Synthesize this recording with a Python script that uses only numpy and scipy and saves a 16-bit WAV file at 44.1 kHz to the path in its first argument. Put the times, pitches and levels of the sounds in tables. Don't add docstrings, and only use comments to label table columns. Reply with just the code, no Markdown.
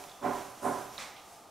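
import sys
import numpy as np
from scipy import signal
from scipy.fft import rfft, irfft
from scipy.io import wavfile

SR = 44100
rng = np.random.default_rng(int(sys.argv[2]) if len(sys.argv) > 2 else 0)


def digitize_waveform(pressure):
    field = np.atleast_2d(pressure).T
    bounded = np.clip(field, -1, 1)
    quanta = np.round(bounded * 32767).astype(np.int16)
    wavfile.write(sys.argv[1], SR, quanta)


N = 66150

# (time [s], level [dB], hardness [dB])
THUMP_BLOWS = [(-0.187, -39, 2), (0.213, -31, 7.5), (0.616, -31, -2)]
# (frequency [Hz], share of the hardness [0-1])
HARDNESS_SHARE = [(1700, 0), (2400, 0.75)]
# (pitch [Hz], level [dB], fade time [s])
THUMP_NOTES = [(120.9, -22, 0.86), (246.8, -11, 0.38), (287.6, -12.5, 0.44), (391.2, -11, 0.66),
               (447.4, -18.5, 0.76), (579.8, -12, 0.63), (718.2, -10, 0.55), (738, -8, 0.59),
               (846, -25, 0.64), (982, -13.5, 0.78), (1007.6, -16, 1), (1037, -16.5, 0.75),
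               (1354, -23, 0.87), (1412, -22.5, 0.8)]
# (frequency [Hz], level [dB])
BOOM_TONE = [(30, -53), (70, -11.5), (120, -12), (160, -7), (260, -2.5), (340, -1), (480, -3.5),
             (640, -0.5), (780, 2.5), (880, -4.5), (1020, 2), (1220, -8), (1480, -7), (1800, -14),
             (2600, -30.5), (5000, -42.5)]
# (frequency [Hz], fade time [s])
BOOM_FADE = [(80, 0.48), (170, 0.87), (300, 0.57), (900, 0.75), (2500, 0.72)]
# (frequency [Hz], left minus right [dB])
THUMP_BALANCE = [(60, 1), (125, 0.5), (250, 0), (400, -9), (700, -9), (1000, -4.5), (2000, -5)]
# (frequency [Hz], level [dB])
DRONE_TONE = [(32, -21), (70, -10.5), (150, -11), (290, -7), (480, -6), (650, -6), (850, -2.5), (1100, -8),
              (1300, -7.5), (1500, -17), (2000, -19.5), (5500, -20), (10000, -24.5), (15500, -31)]
# (pitch [Hz], width [Hz], level [dB])
HOLLOW_BANDS = [(639, 48, -66.5), (696, 18, -64.5), (798, 135, -61.5), (1211, 78, -63.5)]
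# (peak time [s], level [dB], rise [s], fall [s], sizzle compared with the swish [dB])
SWISH_SWELLS = [(0.01, -51, .05, 0.21, -8), (0.25, -52.5, 0.017, 0.1, -10), (0.385, -48.5, 0.081, 0.19, -8),
                (0.59, -58, 0.022, 0.051, -5), (0.666, -50.5, 0.031, .12, 3),
                (0.80, -49.5, 0.098, 0.17, -12), (0.95, -51, 0.027, 0.23, -20), (1.345, -59, 0.1, 0.11, -3)]
# (frequency [Hz], level [dB])
SWISH_TONE = [(1000, 2.5), (2200, 1), (3500, 0), (4500, -2.5), (6000, 1.5), (9000, -6), (12500, -4),
              (15500, -12)]
# (frequency [Hz], level [dB])
SIZZLE_TONE = [(4000, -20.5), (7000, -6.5), (9000, -3), (11500, -8), (15500, -31)]
# (time [s], level [dB], pitch
# [Hz], width [Hz], fade time [s])
TICKS = [(0.039, -38, 2240, 3200, 0.0095), (0.080, -62, 3450, 260, 0.79),
         (0.094, -49, 3640, 1200, 0.031), (0.115, -49, 3450, 800, 0.032),
         (0.9796, -33, 3830, 704, 0.016), (1.162, -54, 3000, 2090, 0.35)]
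# (time [s], level [dB])
CLACK_HITS = [(0.977, -41.5)]
# (frequency [Hz], level [dB])
CLACK_TONE = [(80, -16), (150, -10), (230, 0), (340, -21), (550, -2.5), (1000, 2.5), (1550, -4.5),
              (2200, 0.5), (3000, -7), (3900, -3.5), (4700, -8), (5800, -7), (9000, -12), (15500, -32)]
# (frequency [Hz], fade time [s])
CLACK_FADE = [(300, 0.33), (2000, 0.59), (5000, 0.38), (12000, 0.43)]
# (frequency [Hz], likeness [0-1])
SIDE_LIKENESS = [(100, 0.84), (1500, 0.92), (3000, 0.98), (5500, 0.89), (8500, 0.33), (14000, 0.41)]

TIMES = np.arange(N) / SR
FREQS = np.arange(N // 2 + 1) * SR / N


def gain(db):
    return 10 ** (np.asarray(db) / 20)


def look_up(table, hz=FREQS):
    freqs, values = np.array(table, float).T
    return np.interp(np.log(np.maximum(hz, 1)), np.log(freqs), values)


def since(start):
    return np.maximum(TIMES - start, 0)


def noise(strengths):
    middle, side = np.exp(2j * np.pi * rng.random((2, N // 2 + 1)))
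    likeness = look_up(SIDE_LIKENESS)
    common = middle * np.sqrt(1 + likeness)
    opposite = side * np.sqrt(1 - likeness) * np.array([[1], [-1]])
    sound = irfft(strengths * (common + opposite), N)
    return sound / sound.std()


def toned_noise(tone):
    return noise(gain(look_up(tone)))


def band_noise(hz, width):
    freqs = np.maximum(FREQS, 1)
    off_pitch = (freqs / hz - hz / freqs) * hz / width
    return noise(1 / (1 + off_pitch ** 2))


def pan(db):
    sides = gain(np.array([[1], [-1]]) * db / 2)
    return sides / sides.mean(axis=0)


def fade(age, fade_s):
    return np.exp(-np.log(1000) * age / fade_s)


def fade_octaves(sound, age, fade_table):
    octave = np.clip(np.log2(np.maximum(FREQS, 1) / 32), 0, 9)
    spectrum, out = rfft(sound), 0
    for k in range(10):
        band = irfft(spectrum * np.maximum(1 - abs(octave - k), 0), N)
        out += band * fade(age, look_up(fade_table, 32 * 2 ** k))
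    return out


def thumps(build_s=0.051, hold_s=0.017, boom_db=-1, variation=0.33):
    build = np.minimum(TIMES / build_s, 1) ** 0.98
    age = since(build_s + hold_s)
    ring = 0
    for (hz, db, fade_s), phase in zip(THUMP_NOTES, rng.random(len(THUMP_NOTES))):
        note = np.sqrt(2) * np.sin(2 * np.pi * (hz * TIMES + phase))
        ring += gain(db) * note * fade(age, fade_s)
    shared_echoes = np.sqrt(1 - variation ** 2) * toned_noise(BOOM_TONE)
    out = np.zeros((2, N))
    for start, db, hardness_db in THUMP_BLOWS:
        echoes = shared_echoes + variation * toned_noise(BOOM_TONE)
        brightness = gain(hardness_db * look_up(HARDNESS_SHARE))
        boom = fade_octaves(irfft(rfft(echoes) * brightness, N), age, BOOM_FADE)
        blow = build * (ring + gain(boom_db) * boom)
        placed = [np.interp(TIMES - start, TIMES, side, left=0, right=0) for side in blow]
        out += gain(db) * np.array(placed)
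    return irfft(rfft(out) * pan(look_up(THUMP_BALANCE)), N)


def drone():
    hollow = sum(gain(db) * band_noise(hz, width) for hz, width, db in HOLLOW_BANDS)
    return (gain(db=-56) * toned_noise(DRONE_TONE) + hollow) * pan(db=-0.5)


def swishes():
    out = 0
    for peak, db, rise, fall, sizzle_db in SWISH_SWELLS:
        before_peak = np.minimum(TIMES - peak, 0)
        swell = np.exp(-(before_peak / rise) ** 2 / 2 - since(peak) / fall)
        rubbing = toned_noise(SWISH_TONE) + gain(sizzle_db) * toned_noise(SIZZLE_TONE)
        out += gain(db) * swell * rubbing
    return out * pan(db=-1.6)


def ticks(rise_s=0.0008):
    out = 0
    for start, db, hz, width, fade_s in TICKS:
        age = since(start)
        rise = np.minimum(age / rise_s, 1)
        out += gain(db) * band_noise(hz, width) * rise * fade(age, fade_s)
    return out * pan(db=-6)


def clack(rise_s=0.0099, hold_s=0.049):
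    out = 0
    for start, db in CLACK_HITS:
        rise = np.minimum(since(start) / rise_s, 1)
        echoes = fade_octaves(toned_noise(CLACK_TONE), since(start + hold_s), CLACK_FADE)
        out += gain(db) * rise * echoes
    return out * pan(db=-3)


def scene():
    return thumps() + drone() + swishes() + ticks() + clack()


def record(dry, top_hz=15650):
    return signal.sosfilt(signal.ellip(10, .2, 80, top_hz, fs=SR, output="sos"), dry)


dry = scene()
out = record(dry)
digitize_waveform(out)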